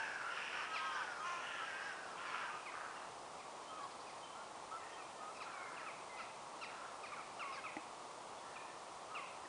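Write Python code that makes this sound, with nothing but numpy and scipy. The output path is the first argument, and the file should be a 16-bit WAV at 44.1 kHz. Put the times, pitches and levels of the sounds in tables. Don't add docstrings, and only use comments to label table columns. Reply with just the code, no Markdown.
import sys
import numpy as np
from scipy import signal
from scipy.fft import rfft, irfft
from scipy.io import wavfile

SR = 44100
rng = np.random.default_rng(int(sys.argv[2]) if len(sys.argv) > 2 else 0)


def to_wav(s):
    ch = np.atleast_2d(s).T
    pcm = np.round(np.clip(ch, -1, 1) * 32767)
    wavfile.write(sys.argv[1], SR, pcm.astype(np.int16))


N = 418068
CUTOFF_HZ = 10150

# start/s, length/s, start pitch/Hz, end pitch/Hz, bend (higher = later), level/dB,
# swell from start to end/dB, roughness (0-1), throat tone/Hz, throat width/Hz, beak tone/Hz,
# beak level/dB, shrill tone/Hz, shrill level/dB, fade-in/s, trill depth (share of the pitch)
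CROW_CALLS = [(-.16,.41,872,721.6,1.1,-45.5,-2.5,0.37,1690,500,2460,-17,5350,-21,0.011,0.072),
              (-.05,.17,480,412,1.16,-49.5,-11,0.46,950,250,2600,-7,5300,-28,0.012,0.0062),
              (.215,0.13,701,682,1.54,-44,2,0.54,1410,400,2570,-18,5300,-25,0.036,0.043),
              (.27,0.41,291,298.3,2.83,-49,-5.5,0.66,1600,399,2700,-2.5,5300,-18.5,0.082,0.0035),
              (.517,0.15,305.7,337.6,2.57,-45,-1,0.82,1360,344,2440,-13,5200,-25,.015,0.0041),
              (.64,0.38,323.5,285,4,-44,-4,0.27,1390,334,3070,-16.5,5400,-27,0.11,0),
              (.775,0.29,537,388,5.5,-49.5,-2,0.2,1050,340,3240,-25,5270,-32,.05,0.0049),
              (.90,0.33,322.8,261.2,1.23,-48.5,-5,0.58,1580,302,2430,-25,5300,-19.5,0.024,0.0071),
              (1.225,0.23,361.2,330,1.46,-45,-11,0.32,1110,806,2620,-13.5,5930,-21.5,0.035,0.032),
              (1.33,0.30,361.6,335.8,2.2,-47.5,2,0.59,1570,500,2820,-7.5,6000,-25,0.13,0),
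              (1.605,0.22,325.2,305,2.46,-47,1,.42,1580,380,2630,-13.5,5340,-23,0.02,0),
              (1.795,.15,332.3,287,1.93,-46.5,-3,.4,1620,397,2820,-16.5,5340,-21,.03,0),
              (1.921,0.26,311,224,2.1,-54,4,0.54,1500,340,2670,-17,5240,-20.5,0.021,0.0063),
              (2.15,0.32,353.6,328.5,2.27,-49,-0.5,0.69,1330,795,2710,-8,5300,-27,0.032,0.021),
              (2.31,0.16,336,323.4,1.94,-46.5,-16,.6,1390,300,2520,-12,5360,-28,.04,.03),
              (2.369,0.15,544,506,1.6,-51,1,0.44,1590,300,2600,-14,5300,-19,.04,0.017),
              (2.488,0.14,308,323,1.5,-49,-9,0.44,1250,250,2550,-13,5300,-30,.02,0.019),
              (2.701,0.37,326,287.6,0.72,-52,-6,0.92,1400,404,2640,-22.5,5330,-34,0.022,0.0062),
              (4.791,0.16,366.4,369,2.1,-59.5,1,0.5,1730,344,2660,-11,5300,-23,.02,0.0032),
              (5.472,0.41,348.6,322.5,1.94,-54,-1,0.75,1460,340,2600,-35,5300,-31,.03,0),
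              (6.666,0.36,345.4,315,2.4,-55.5,-6,0.87,1250,344,2600,-30,5300,-34,0.023,0.011),
              (8.421,0.34,357,346,2.8,-65.5,0,0.44,1720,340,2600,-31,5300,-27,.03,0)]
def caws():
    out = np.zeros(N)
    k = np.arange(1, 22)[:, None]
    scoop_s, fade_out_s, trill_hz, arch_db = 0.025, 0.015, 66.1, 1.5
    for (start, length, start_hz, end_hz, bend, db, swell_db, rough, throat_hz, throat_width_hz,
         beak_hz, beak_db, shrill_hz, shrill_db, fade_in_s, trill) in CROW_CALLS:
        n = int(length * SR)
        u = np.arange(n) / n
        t = u * length
        scoop = 1 - 0.09 * np.exp(-t / scoop_s)
        tune = glide(u, start_hz, end_hz, bend) * scoop
        pitch = tune * (1 + .01 * wobble(n, 12))
        pitch *= 1 + trill * np.sin(2 * np.pi * trill_hz * t)
        shake = (.004 + .024 * rough ** 2) * wobble(n, 60)
        phase = 2 * np.pi * np.cumsum(pitch * (1 + shake)) / SR
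        hz = k * pitch
        chest = from_db(-15) * resonance(hz, centre_hz=960, width_hz=250)
        throat = resonance(hz, throat_hz * (tune / start_hz) ** 0.6, throat_width_hz)
        beak = from_db(beak_db) * resonance(hz, beak_hz, width_hz=560)
        shrill = from_db(shrill_db) * resonance(hz, shrill_hz, width_hz=1200)
        gain = chest + throat + beak + shrill
        gain *= (hz < CUTOFF_HZ) / (1 + (800 / hz) ** 6)
        gain /= np.sqrt(np.sum(gain ** 2, axis=0) / 2)
        noisy = np.clip((rough * hz / 1400) ** 2, 0, 1)
        gain *= np.sqrt(1 - noisy) + np.sqrt(noisy) * wobble(n, 160, count=len(k))
        voice = np.sum(gain * np.cos(k * phase + .3 * k ** 2), axis=0)
        voice *= 1 + .6 * rough * np.cos(phase / 2)
        fades = np.clip(np.minimum(t / fade_in_s, (length - t) / fade_out_s), 0, 1)
        effort = from_db(db + swell_db * (u - .5) + arch_db * (np.sin(np.pi * u) - 1.5))
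        add(out, start, voice * fades * effort)
    return out


# start/s, length/s, start pitch/Hz, end pitch/Hz, drop point (share of the length),
# level/dB, lowest partial's boost/dB, shrill tone/Hz, shrill boost/dB
JACKDAW_CALLS = [(0.358,0.042,1435,1160,0.46,-50.5,4,4800,-16),
                 (0.733,0.067,1442,930,0.51,-44,-2.5,4700,-10), (.945,0.054,1650,1000,.5,-61,-14,3500,-8),
                 (0.995,0.055,1313,1130,0.43,-55,10,4800,-18), (2.253,0.076,1258,1070,0.25,-54,2,4800,-8),
                 (2.654,0.055,1300,980,0.32,-51,1.5,4800,-18),
                 (2.954,0.048,1413,1300,0.55,-58,-10,4900,-16),
                 (3.392,0.041,1267,1030,0.44,-58,-13,4800,-12), (4.065,0.057,1283,970,0.51,-59,-8,4800,-9),
                 (4.979,0.072,1333,1170,0.34,-60,5.5,4800,-19),
                 (5.345,0.047,1335,1160,0.59,-58.5,-6,4800,-6),
                 (5.402,0.055,1360,720,0.45,-52.5,8.5,4500,-6.5),
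                 (5.763,0.077,1435,830,0.32,-51.5,-5,5000,-19), (5.861,0.064,1337,1010,0.39,-53,4,4800,-28),
                 (6.17,0.08,1304,780,0.4,-54,-11,4760,-11), (6.182,0.044,1435,1280,0.48,-54.5,7.5,4800,-16),
                 (6.611,0.056,1420,880,0.55,-46.5,-3,4640,-10), (7.032,.068,1292,690,.4,-52,4,4640,-12),
                 (7.118,0.063,1238,700,0.5,-54,9,4770,-21), (7.198,0.044,1250,810,0.47,-57,1,4800,-19),
                 (7.391,0.061,1444,990,0.52,-46.5,0.5,4800,-18),
                 (7.52,0.063,1326,700,0.74,-54.5,4,4650,-3.5), (7.637,0.072,1333,960,0.46,-51,5,4800,-36),
                 (8.554,0.029,1383,1160,0.36,-51,-3,4800,-24), (9.144,0.061,1406,990,0.53,-46,-1,4800,-23)]
def chacks():
    out, k = np.zeros(N), np.arange(1, 9)[:, None]
    fade_in_s, swell_db, arch_db, db_per_partial = .004, -4, 5, -8
    for start, length, start_hz, end_hz, drop_at, db, low_db, shrill_hz, shrill_db in JACKDAW_CALLS:
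        u = np.arange(int(length * SR)) / (length * SR)
        drop = 1 / (1 + np.exp((drop_at - u) / .08))
        pitch = start_hz + (end_hz - start_hz) * (.4 * u + .6 * drop)
        beak = from_db(db_per_partial * (k - 2)) * resonance(k * pitch, centre_hz=2400, width_hz=1250)
        shrill = from_db(shrill_db) * resonance(k * pitch, shrill_hz, width_hz=2600) ** 2
        gain = beak + shrill
        gain[0] = from_db(low_db) * resonance(pitch, centre_hz=1270, width_hz=400)
        fades = np.clip(np.minimum(u, (1 - u) / 2) * length / fade_in_s, 0, 1)
        effort = from_db(db + swell_db * (u - .5) + arch_db * (np.sin(np.pi * u) - 1.5))
        add(out, start, fades * effort * partials(pitch, gain, quaver=.015, flutter_db=3.))
    return out


# start/s, length/s, start pitch/Hz, end pitch/Hz, bend (higher = later),
# level/dB, octave level compared with the note/dB
CLEAR_NOTES = [(1.189,0.077,1220,1280,0.83,-49,-23), (1.194,0.057,3160,3260,0.5,-64,-8),
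               (1.595,0.063,1264,1346,0.55,-49.5,-17), (2.475,0.026,1490,1353,1,-52,-20),
               (3.671,0.054,3000,3250,0.85,-63,-23.5), (3.692,0.11,1290,1244,0.76,-53,-21),
               (3.785,0.09,1157,1084,1.06,-51.5,-26), (3.80,0.067,1650,1650,.8,-65,-8),
               (4.224,0.038,3040,3140,.8,-60.5,-19), (4.318,.032,3070,3160,.8,-63,-19),
               (4.35,0.082,1216,1440,0.39,-59,-20), (4.709,0.07,1120,1353,0.21,-48,-30),
               (4.766,0.062,2180,1890,0.76,-65,-20), (4.922,0.049,3200,3080,1.2,-64.5,-20),
               (5.15,0.071,1803,1776,0.91,-67,-13), (5.201,0.12,1240,1390,5.4,-53,-24),
               (5.457,0.029,1503,1220,0.85,-51,-25), (5.53,0.17,1177,1032,0.69,-57.5,-2.5),
               (6.09,0.15,1043,1004,0.84,-75.5,15.5), (7.165,0.0535,1507,1207,0.69,-51.5,-22),
               (7.418,0.12,1199,1052,0.56,-49,-19), (7.572,0.035,1720,1465,1,-53,-12),
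               (7.568,0.035,1113,1050,1,-52,-8), (8.365,0.04,3570,3340,0.83,-67,-11),
               (8.445,0.059,1350,1324,.8,-58.5,-28), (9.10,0.16,1285,990,1.6,-52.5,-30),
               (9.448,0.017,1990,1750,0.73,-52.5,-23)]
def clear_notes():
    out, fade_s = np.zeros(N), .01
    for start, length, start_hz, end_hz, bend, db, octave_db in CLEAR_NOTES:
        u = np.arange(int(length * SR)) / (length * SR)
        pitch = glide(u, start_hz, end_hz, bend)
        fades = np.clip(np.minimum(u, 1 - u) * length / fade_s, 0, 1)
        gain = from_db([[db], [db + octave_db]])
        add(out, start, fades * partials(pitch, gain, quaver=.009, flutter_db=2.5))
    return out


# start/s, level/dB
SCOLDS = [(3.82, -64.5), (3.90, -66), (3.995, -64), (4.085, -67), (4.19, -68)]
def churrs():
    pitch_hz, length_s = 4530, 0.038
    out, n = np.zeros(N), int(length_s * SR)
    for start, db in SCOLDS:
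        pitch = pitch_hz * (1 + 0.102 * wobble(n, 560))
        phase = 2 * np.pi * np.cumsum(pitch) / SR
        add(out, start, 2 * from_db(db) * np.hanning(n) * np.sin(phase))
    return out


def tree_echoes(calls):
    echoes_per_s, first_echo_s, die_away_s, trunk_delay_s = 2500, .022, .75, .027
    t = np.arange(int(.7 * SR)) / SR
    arrivals = (rng.random(len(t)) < echoes_per_s / SR) & (t > first_echo_s)
    echoes = arrivals * rng.standard_normal(len(t)) * from_db(-60 * t / die_away_s)
    echoes /= np.sqrt(np.sum(echoes ** 2) + 1e-20)
    echoes[int(trunk_delay_s * SR)] += from_db(-10)
    band = signal.butter(2, [1700, 4000], "band", fs=SR, output="sos")
    return signal.sosfilt(band, signal.fftconvolve(calls, echoes)[:N])


# t/s, level/dB
TAPS = [(7.7674, -32)]
# f/Hz, level/dB, time to fade by 60 dB/s
HOUSING_TONES = [(317, -1.5, 0.082), (820, 1.5, 0.043), (940, -24, 0.15), (2000, 2, 0.019)]
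def knock():
    out, t = np.zeros(N), np.arange(int(.15 * SR)) / SR
    for start, db in TAPS:
        for hz, tone_db, ring_s in HOUSING_TONES:
            dying = from_db(db + tone_db - 6 - 60 * t / ring_s)
            add(out, start, dying * np.sin(2 * np.pi * hz * t))
    bass_cut = signal.butter(2, 200, "high", fs=SR, output="sos")
    return signal.sosfilt(bass_cut, out + 1e-18)


def tick():
    start_s, level_db, decay_s = 5.371, -51, .003
    out, t = np.zeros(N), np.arange(int(.02 * SR)) / SR
    add(out, start_s, from_db(level_db) * rng.standard_normal(len(t)) * np.exp(-t / decay_s))
    return out


# f/Hz, relative level/dB
NOISE_SHAPE = [(15, -59), (25, -24), (107, -16), (134, -12), (181, -13), (383, -6.5), (445, -5.5), (792, 0),
               (1100, -0.5), (1240, -4), (1560, -13.5), (2330, -15.5), (9940, -22), (12900, -69),
               (21900, -120)]
def traffic_and_hiss():
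    hz = np.maximum(np.fft.rfftfreq(N, 1 / SR), 1)
    shape_hz, shape_db = np.array(NOISE_SHAPE).T
    gain = from_db(np.interp(np.log(hz), np.log(shape_hz), shape_db))
    noise = irfft(rfft(rng.standard_normal(N)) * gain, N)
    return from_db(-52) * unit_power(noise)


def from_db(db):
    return 10 ** (np.asarray(db) / 20)


def unit_power(x):
    return x / np.sqrt(np.mean(x ** 2) + 1e-20)


def wobble(n, hz, count=1):
    smooth = signal.butter(2, hz, fs=SR, output="sos")
    noise = rng.standard_normal((count, n + 500))
    return unit_power(signal.sosfilt(smooth, noise)[:, 500:]).squeeze()


def resonance(hz, centre_hz, width_hz):
    return 1 / (1 + (2 * (hz - centre_hz) / width_hz) ** 2)


def glide(u, start_hz, end_hz, bend):
    return start_hz + (end_hz - start_hz) * u ** bend


def partials(pitch, gain, quaver, flutter_db):
    n, k = len(pitch), np.arange(1, len(gain) + 1)[:, None]
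    phase = 2 * np.pi * np.cumsum(pitch * (1 + quaver * wobble(n, 160))) / SR
    flicker = from_db(flutter_db * wobble(n, 220, count=len(k)))
    return np.sqrt(2) * np.sum(gain * flicker * np.sin(k * phase), axis=0)


def add(out, start_s, sound):
    at = int(start_s * SR)
    sound = sound[max(-at, 0):N - at]
    out[max(at, 0):max(at, 0) + len(sound)] += sound


def scene():
    birds = caws() + churrs() + chacks() + clear_notes()
    mono = birds + from_db(-2) * tree_echoes(birds) + knock() + tick() + traffic_and_hiss()
    return np.array([mono, mono])


def record(dry):
    treble_cut = signal.cheby2(26, 33, CUTOFF_HZ, fs=SR, output="sos")
    return signal.sosfilt(treble_cut, dry)


dry = scene()
out = record(dry)
to_wav(out)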